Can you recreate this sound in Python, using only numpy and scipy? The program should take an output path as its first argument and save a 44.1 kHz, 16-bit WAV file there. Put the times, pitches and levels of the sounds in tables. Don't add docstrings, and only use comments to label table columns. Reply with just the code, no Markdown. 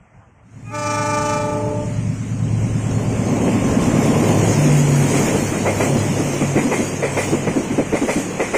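import sys
import numpy as np
from scipy import signal
from scipy.fft import rfft, irfft, next_fast_len
from scipy.io import wavfile
from scipy.ndimage import uniform_filter1d, map_coordinates

SR = 44100
rng = np.random.default_rng(int(sys.argv[2]) if len(sys.argv) > 2 else 0)


def wav_out(sig):
    wavfile.write(sys.argv[1], SR, np.round(np.clip(np.atleast_2d(sig).T, -1, 1) * 32767).astype(np.int16))


def gain_from_db(level_db):
    decades = np.asarray(level_db, float) / 20
    return 10 ** decades


N = 377937

# f/Hz, level/dB per Hz; then t/s, level/dB
FAR_SPECTRUM = [(12, -39), (20, -18), (76, 2.5), (135, 0.5), (387, -18), (753, -10), (2410, -23.5),
                (3270, -36.5), (3760, -56), (5850, -38), (8160, -37), (9370, -50), (15000, -67.5)]
FAR_LEVEL = [(0, -48), (.45, -50), (1.1, -63)]
FADE_START_S, FADE_S = 0.41, 0.75

# f/Hz, level/dB per Hz
RUMBLE = [(12, -52), (20, -13), (48, -11.5), (144, 3), (260, -7.5), (340, -20), (570, -120)]
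ROLLING = [(100, -39), (170, -2.5), (281, -2.5), (393, -5.5), (546, -7.5), (901, -17.5), (1010, -17),
           (1500, -39.5), (1950, -49), (3300, -120)]
RAIL = [(650, 0.5), (1100, -2.5), (1270, -3), (1570, -4), (2250, -0.5), (2930, -5), (3840, -14.5),
        (4200, -15.5), (5460, -27), (9240, -120)]
HISS = [(2240, -24), (3800, -14.5), (4760, -9), (5940, -3.5), (6580, 0.5), (7630, -4.5), (8520, -4.5),
        (9560, -13.5), (10500, -22.5), (13600, -51), (22000, -120)]
AIR = [(5880, -27), (10000, -1), (11400, -0.5), (12700, -7.5), (14900, -4), (15700, -10)]
# head of train level/dB, closest t/s, approach/s, leaving/s, extra ground loss/factor,
# coaches level/dB, bogie swell/dB, share of screening/factor
LAYERS = [
    (-32, 3.98, 1.23, 1.1, 1.4, -58, .3, 0.54),
    (-31.3, 3.88, .56, 1.5, 1.83, -40, 2, 1.4),
    (-39.5, 4.26, 0.56, 1.27, 1, -45.5, 2, 1.2),
    (-31, 4.63, 0.6, 1.21, 1.02, -42.5, 7.5, 1.14),
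]
# t/s, level/dB
PATH = [(0, 0), (1.2, 2.5), (1.8, 0), (2.4, -2), (3.0, 0.5), (3.35, 0.5), (3.7, 0.5), (4.0, 0.5), (4.5, 0),
        (4.9, 0), (5.25, 2), (5.5, -0.5), (5.9, 1), (6.3, 1.5), (6.9, -0.5), (7.3, 1), (7.8, 0),
        (8.57, -0.5)]

SPEED_M_S, COACH_M, BOGIES_M, AXLES_M = 15.3, 20.95, 13.97, 2.19
FIRST_AXLE_S = 4.286
BOGIE_LAG_S, BOGIE_S = 0.24, 0.127

# t/s, f/Hz
CYCLE = [(0, 9.16), (2.5, 9.135), (4.05, 9.11), (4.43, 8.95), (4.7, 8.63), (5.1, 8.46), (8.57, 8.45)]
# t/s, level/dB
EXHAUST = [(0.4, -29.5), (1.19, -30.5), (1.79, -29.5), (1.97, -24.5), (2.22, -28), (2.61, -23), (3.15, -25),
           (3.38, -29), (3.99, -27.5), (4.11, -32), (4.49, -19), (4.75, -35), (5.2, -31), (5.72, -26),
           (6.2, -25.5), (7.11, -28), (7.98, -37), (8.57, -37)]
# multiple of the cycle, level/dB
ORDER_LEVELS = [(4, -14), (5, -31), (6, -22), (7, -25), (8, -16), (9, -22), (10, -20), (11, -11), (12, 1),
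                (13, -9), (14, -8), (15, -6), (16, -12), (17, -3), (18, -11), (19, -12), (20, -13),
                (21, -7), (22, -24), (23, -13), (24, -22), (25, -13), (26, -16), (27, -25), (28, -16),
                (29, -14), (30, -18), (31, -23), (32, -30), (33, -24)]
# level/dB, closest t/s, approach/s, leaving/s, level from afar/dB
STACK = (-14, 4, 0.36, 0.2, -30.5)
# level/dB, closest t/s, approach/s, leaving/s
TURBO = (-37.5, 4.4, .68, 1.1)
GEARS = (-33, 4, 0.54, .5)

# t/s, f/Hz
LOW_PITCH = [(.7, 299), (.75, 297.3), (.8, 296.7), (2.2, 296.6)]
HIGH_PITCH = [(.6, 409), (.705, 412), (.725, 434), (.8, 432.2), (2.2, 432)]
# f/Hz, level/dB
LOW_TONES = [(297, -5), (593, 0.5), (890, -1.5), (1187, 6.5), (1483, -3.5), (1780, -6), (2077, -24),
             (2374, 3), (2670, -12.5), (3260, -22.5), (4500, -19.5), (5900, -12), (7100, -14.5),
             (8600, -16.5), (10000, -44), (15000, -57)]
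HIGH_TONES = [(432, 2), (824, 6), (864, 4.5), (1297, -1.5), (1729, -15), (2161, -15), (2470, 1),
              (2593, -18), (3025, -20.5), (5400, -27), (5620, -18), (6050, -14), (8200, -22), (15000, -70)]
# start t/s, deep overtones level/dB, bright overtones level/dB, deep swell/dB per s,
# deep hang until t/s, then fall/dB per s, reed start/s
BELLS = [
    (0.69, -25, -36, -3, 1.8, 90, 0.056),
    (0.629, -37.5, -28.5, 10, 1.72, 90, .115),
]
SHUT_S, SAG_DB_S, BRIGHT_FALL_DB_S, ATTACK_DB = 1.34, 5.5, 58, 21.5
ECHO_DB, ECHO_T60_S, ECHO_TOP_HZ, ECHO_SMEAR_HZ = -26, 1.5, 1300, 160

# f/Hz, level/dB per Hz
FANS = (-37.5, 4, 0.25, 0.13)
FAN_AIR = [(800, -40), (1100, 1), (1700, -3.5), (2400, -37)]

# t/s, peak level/dB, thud f/Hz, ring
# level/dB, rattle level/dB
KNOCKS = [(3.47, -13, 330, -26, -30), (3.798, -18, 224, -28, -15), (4.019, -18, 466, -20, -14),
          (4.654, -11.5, 237, -22, -28), (4.694, -14.5, 298, -12, -20), (5.075, -16, 252, -20, -11),
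          (5.135, -11.5, 270, -11, -17), (5.262, -14.5, 300, -12, -24)]
# axle arrival after the nearest joint t/s, peak level/dB, thud f/Hz, ring level/dB,
# rattle level/dB, swell/s
JOINTS = [
    (0, -10.5, 460, -10.5, -20.5, .011),
    (.758, -6.5, 258, -22.5, -36, 0.0078),
    (.992, -8.5, 275, -28, -31, .009),
]
AXLE_DB = [(0, -1, -0.97, -1), (0, -0.92, -0.51, -1.5), (0, -1, 1, -2.5)]
AXLE_RING_DB = [0, 3, -1.5, 2.5]
AXLE_RATTLE_DB = [-4, 3, -1, 4]
VEHICLE_DB = [-5, -0.5, 0, 0.5]
VEHICLE_RING_DB = [-9, 0, 0, 1]
# f/Hz, width/Hz, level/dB
WHEEL = [(800, 330, -3), (1984, 83, 1.5), (2125, 26, 6), (2370, 117, 0.5), (2630, 150, -7.5)]
# f/Hz, level/dB per Hz
RATTLE = [(1760, -31), (3000, -2.5), (4210, -8), (5760, -5), (8430, -0.5), (12800, -19), (13900, -22),
          (15700, -26)]

# t/s, firing f/Hz, level/dB
VAN = [(3.9, 151, -47), (4.45, 150.4, -20), (4.65, 148, -12), (5.03, 142.6, -13), (5.12, 141.2, -27.5),
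       (6.5, 140.5, -24.5), (6.9, 140.5, -32), (7.2, 140.5, -24), (7.4, 140.5, -32.5), (8.57, 140.5, -37.5)]
# multiple of the shaft, level/dB
VAN_ORDERS = [(1, -33), (3, -1.5), (5, -14.5), (6, -21.5)]

# f/Hz, level against the neighbourhood/dB
MASKING = [(1500, -38), (2500, -3.5), (3500, 2), (5100, 2), (6200, -1.5), (8500, 0.2), (9800, 2),
           (13000, 2.5), (14200, 2.5), (15500, 1.7)]


def unit(x):
    return x / np.sqrt(np.mean(x ** 2, axis=-1, keepdims=True) + 1e-20)


def along(points, hz):
    f, v = np.transpose(points)
    return np.interp(np.log(hz + 1), np.log(f + 1), v)


def curves(rows):
    s, *cols = np.transpose(rows)
    return [np.interp(np.arange(N) / SR, s, c) for c in cols]


def wobble(rate, size=N):
    knots = rng.standard_normal(int(N * 60 / SR) + 4)
    return map_coordinates(knots, [np.arange(size) * min(rate, 59) / SR], order=1)


def turns(hz):
    return 2 * np.pi * np.cumsum(hz) / SR


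def rush(spectrum, patchy_db):
    z = signal.stft(rng.standard_normal(N + 512), nperseg=512)[2]
    field = uniform_filter1d(uniform_filter1d(rng.standard_normal(z.shape), 5, 0), 10, 1)
    x = signal.istft(z * gain_from_db(patchy_db * field / field.std()), nperseg=512)[1]
    m = next_fast_len(len(x))
    gain = gain_from_db(along(spectrum, np.fft.rfftfreq(m, 1 / SR)))
    return unit(irfft(rfft(x, m) * gain, m)[:N])


def passing(db, at_s, approach_s, leaving_s):
    t = np.arange(N) / SR - at_s
    return db - 10 * np.log10(1 + (t / np.where(t < 0, approach_s, leaving_s)) ** 2)


def distance():
    return gain_from_db(curves(FAR_LEVEL)[0] + 1.5 * wobble(10.2)) * rush(FAR_SPECTRUM, patchy_db=2.2)


def fade():
    return np.clip((np.arange(N) / SR - FADE_START_S) / FADE_S, 0, 1)


def axles():
    vehicle_m = COACH_M * np.arange(len(VEHICLE_DB))[:, None]
    metres = vehicle_m + [0, AXLES_M, BOGIES_M, BOGIES_M + AXLES_M]
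    return FIRST_AXLE_S + metres / SPEED_M_S


def layer_db(db, at_s, approach_s, leaving_s, loss, coaches_db, swell_db, screened):
    t = np.arange(N) / SR
    bogie_starts = axles()[:, ::2].ravel()
    bogies = sum(np.exp(-((t - s - BOGIE_LAG_S) / BOGIE_S) ** 2) for s in bogie_starts)
    head = db + loss * passing(0, at_s, approach_s, leaving_s)
    coaches = passing(coaches_db, at_s + 1, approach_s, 27) + swell_db * bogies
    return 10 * np.log10(gain_from_db(2 * head) + gain_from_db(2 * coaches)) + screened * curves(PATH)[0]


def roar():
    rumble_db, rolling_db, rail_db, hiss_db = (layer_db(*row) for row in LAYERS)
    shake = wobble(14)
    rumble = gain_from_db(rumble_db + 9) * rush(RUMBLE, patchy_db=2)
    rolling = gain_from_db(rolling_db + 12.5 + 1.8 * wobble(9)) * rush(ROLLING, patchy_db=0.5)
    air_db = hiss_db - 12.0 + 0.61 * (hiss_db + 34) + 1.2 * shake
    air = gain_from_db(air_db) * rush(AIR, patchy_db=3.5)
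    rail = gain_from_db(rail_db + 10.5 + 0.74 * shake) * rush(RAIL, patchy_db=1.4)
    hiss = gain_from_db(hiss_db + 0.6 * shake) * rush(HISS, patchy_db=2.5)
    return rumble + rolling + air + rail + hiss


def engine():
    cycle = curves(CYCLE)[0]
    phase = turns(cycle) + 1.292
    low_db = curves(EXHAUST)[0]
    high_db = np.maximum(passing(*STACK[:4]), STACK[4])
    behind_db = curves([(4.3, 0), (5.3, -25)])[0]
    turbo_db, gear_db = (db + 2 * passing(0, *way) for db, *way in (TURBO, GEARS))
    turbo_hz = 793 * cycle * (1 + 0.0042 * wobble(50))
    gear_hz = 116.3 * cycle * (1 + 0.01006 * wobble(30))
    out = gain_from_db(turbo_db + 3.3 * wobble(24.1)) * np.sin(turns(turbo_hz))
    out += gain_from_db(gear_db + 1.9 * wobble(15)) * np.sin(turns(gear_hz))
    for k, db in ORDER_LEVELS:
        high = np.clip((k - 20) / 5, 0, 1)
        level = db + (1 - high) * low_db + high * (high_db + 4.0)
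        level += (k != 12) * (behind_db - 2.5) + 0.18 * behind_db
        level += 1.5 * wobble(1.5) + (1.2 - .1 * behind_db) * wobble(11)
        drift = rng.normal(0, .45) + (.45 - .03 * behind_db) * wobble(5)
        out += np.sqrt(2) * gain_from_db(level) * np.sin(k * phase - .08 * k ** 2 + drift)
    return out


def blast(start, deep_db, bright_db, swell, hang_s, fall, attack_s, size):
    t = np.arange(size) / SR
    attack_db = -ATTACK_DB * np.clip(1 - (t - start) / attack_s, 0, 1)
    deep = deep_db + swell * (np.minimum(t, hang_s) - 1) - fall * np.maximum(t - hang_s, 0)
    bright = bright_db - SAG_DB_S * (t - 1) - BRIGHT_FALL_DB_S * np.maximum(t - SHUT_S, 0)
    return deep + attack_db, bright + attack_db


def bell(levels, hz, tones, beat, split_hz, flutter_db, side_db, count):
    size = len(hz)
    t = np.arange(size) / SR
    deep_db, bright_db = blast(*levels, size=size)
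    phase, out = turns(hz), np.zeros(N)
    opening = np.clip((t - levels[0]) / .035, 0, 1)
    soft_start = np.clip((.76 - t) / .06, 0, 1)
    for k in range(1, count + 1):
        bright = 1 / (1 + (split_hz / (k * hz[-1])) ** 6)
        db = along(tones, k * hz) + (1 - bright) * deep_db + bright * bright_db
        db += flutter_db * (0.73 + bright) * wobble(22.1, size)
        db += (.3 + 1.8 * bright) * wobble(6.99, size)
        db -= 14 * soft_start * (k * hz > 2600)
        own = k * phase + .35 * k + rng.normal(0, .4) + .032 * k * wobble(55, size)
        side = gain_from_db(side_db + 3 * wobble(15, size)) * np.clip(k * hz[-1] / 3000 - .4, 0, 1)
        out[:size] += np.sqrt(2) * opening * gain_from_db(db) * (np.sin(own) + side * np.sin(own - beat))
    return out


def horn():
    end = round(2.3 * SR)
    low_hz, high_hz = (curves(pitch)[0][:end] * (1 + 0.00072 * wobble(40.14, end))
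                       for pitch in (LOW_PITCH, HIGH_PITCH))
    beat = turns(3 * low_hz - 2 * high_hz)
    low = bell(BELLS[0], low_hz, LOW_TONES, beat, split_hz=1080, flutter_db=1.33, side_db=1.0, count=50)
    high = bell(BELLS[1], high_hz, HIGH_TONES, beat, split_hz=900, flutter_db=1.5, side_db=-30, count=30)
    band = signal.butter(2, [900, 3200], "band", fs=SR, output="sos")
    mixed = signal.sosfilt(band, low * high)
    rasp = np.abs(np.diff(low + high, prepend=0)) * rush(HISS, patchy_db=0.0)
    return low + high + gain_from_db(8.5) * mixed + gain_from_db(-10.5) * rasp


def fields(x):
    t = np.arange(SR) / SR
    dull = signal.butter(2, ECHO_TOP_HZ, fs=SR, output="sos")
    tail = signal.sosfilt(dull, rng.standard_normal(SR)) * gain_from_db(-60 * t / ECHO_T60_S)
    smear = unit(uniform_filter1d(rng.standard_normal(N), max(round(SR / ECHO_SMEAR_HZ), 1)))
    return signal.fftconvolve(x * smear, tail / np.linalg.norm(tail))[:N]


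def fans():
    return gain_from_db(passing(*FANS) + 1.8 * wobble(12)) * rush(FAN_AIR, patchy_db=2.5)


def blows():
    rows = []
    for (lag, db, hz, ring_db, rattle_db, swell), axle_db in zip(JOINTS, AXLE_DB):
        for times, load, damped in zip(axles(), VEHICLE_DB, VEHICLE_RING_DB):
            for s, axle, bright, shaken in zip(times, axle_db, AXLE_RING_DB, AXLE_RATTLE_DB):
                rows.append((s + lag, db + load + axle, hz, ring_db + bright + damped,
                             rattle_db + shaken, swell))
    rows += [(*knock, .009) for knock in KNOCKS]
    return [row for row in rows if row[0] < N / SR]


def joints():
    size = 8192
    out, t, f = np.zeros(N + size), np.arange(size) / SR, np.fft.rfftfreq(size, 1 / SR)

    def mode(centre, width):
        return 1j * f * width / (centre * centre - f * f + 1j * f * width)

    def shape(rise, fall):
        return (1 - np.exp(-(t / rise) ** 2)) * np.exp(-(t / fall) ** 1.343)

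    wheel = sum((-1) ** k * gain_from_db(db) * mode(c, w) for k, (c, w, db) in enumerate(WHEEL))
    metal = gain_from_db(along(RATTLE, f))
    for s, db, hz, ring_db, rattle_db, swell in blows():
        noise = rfft(rng.standard_normal((3, size)))
        swell = max(swell, .002)
        hz = hz * (1 + 0.057 * rng.normal())
        rattle_db = rattle_db + .9 * rng.normal()
        boom = signal.hilbert(irfft(noise[0] * mode(hz, 0.5 * hz) * mode(0.917 * hz, 1.07 * hz)))
        steady = (boom / np.abs(boom) ** 0.58).real
        thud = shape(1.35 * swell, 0.022 + 1.2 * swell) * steady
        thud /= np.abs(thud).max()
        ring = shape(1.3 * swell, 0.053 + swell) * unit(irfft(noise[1] * wheel))
        rattle = shape(2.8 * swell, 0.088 + swell) * unit(irfft(noise[2] * metal))
        start = round((s - .008) * SR)
        blow = thud + gain_from_db(ring_db) * ring + gain_from_db(rattle_db + 2) * rattle
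        out[start:start + size] += gain_from_db(db - 0.5) * blow
    return out[:N]


def van():
    firing, db = curves(VAN)
    db[:round(VAN[0][0] * SR)] = -120
    phase, out = turns(firing / 3), np.zeros(N)
    flutter_db, sway = np.clip(-.3 * db - 3, 1, 4.5), np.clip(-.06 * db - .5, .3, 1)
    for k, level in VAN_ORDERS:
        gain = np.sqrt(2) * gain_from_db(db + level + flutter_db * wobble(12))
        out += gain * np.sin(k * phase + sway * wobble(10))
    return out


def scene():
    far, wheels, blown = distance(), roar(), horn()
    train = wheels + blown + engine() + van() + joints() + fans() + gain_from_db(ECHO_DB) * fields(blown)
    return (far + fade() * train)[None]


def drop_masked(x):
    hz, _, z = signal.stft(x, SR, nperseg=2048)

    def smooth(v, bins):
        return uniform_filter1d(uniform_filter1d(v, bins, 0), 2, 1)

    power = np.abs(z) ** 2 + 1e-20
    near_db = 10 * np.log10(np.abs(smooth(power, 8)))
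    around_db = smooth(10 * np.log10(power), 40)
    margin_db = near_db - around_db - along(MASKING, hz)[:, None]
    kept = (hz[:, None] < 15520) / (1 + gain_from_db(-20 * np.clip(margin_db, -3, 3)))
    return signal.istft(z * kept, SR, nperseg=2048)[1][:N]


def band_limit(x):
    return signal.sosfilt(signal.butter(12, 15890, fs=SR, output="sos"), x)


def record(dry):
    rounded = dry / (1 + np.abs(dry / .66) ** 4) ** (1 / 4)
    return band_limit(drop_masked(rounded[0])[None])


dry = scene()
out = record(dry)
wav_out(out)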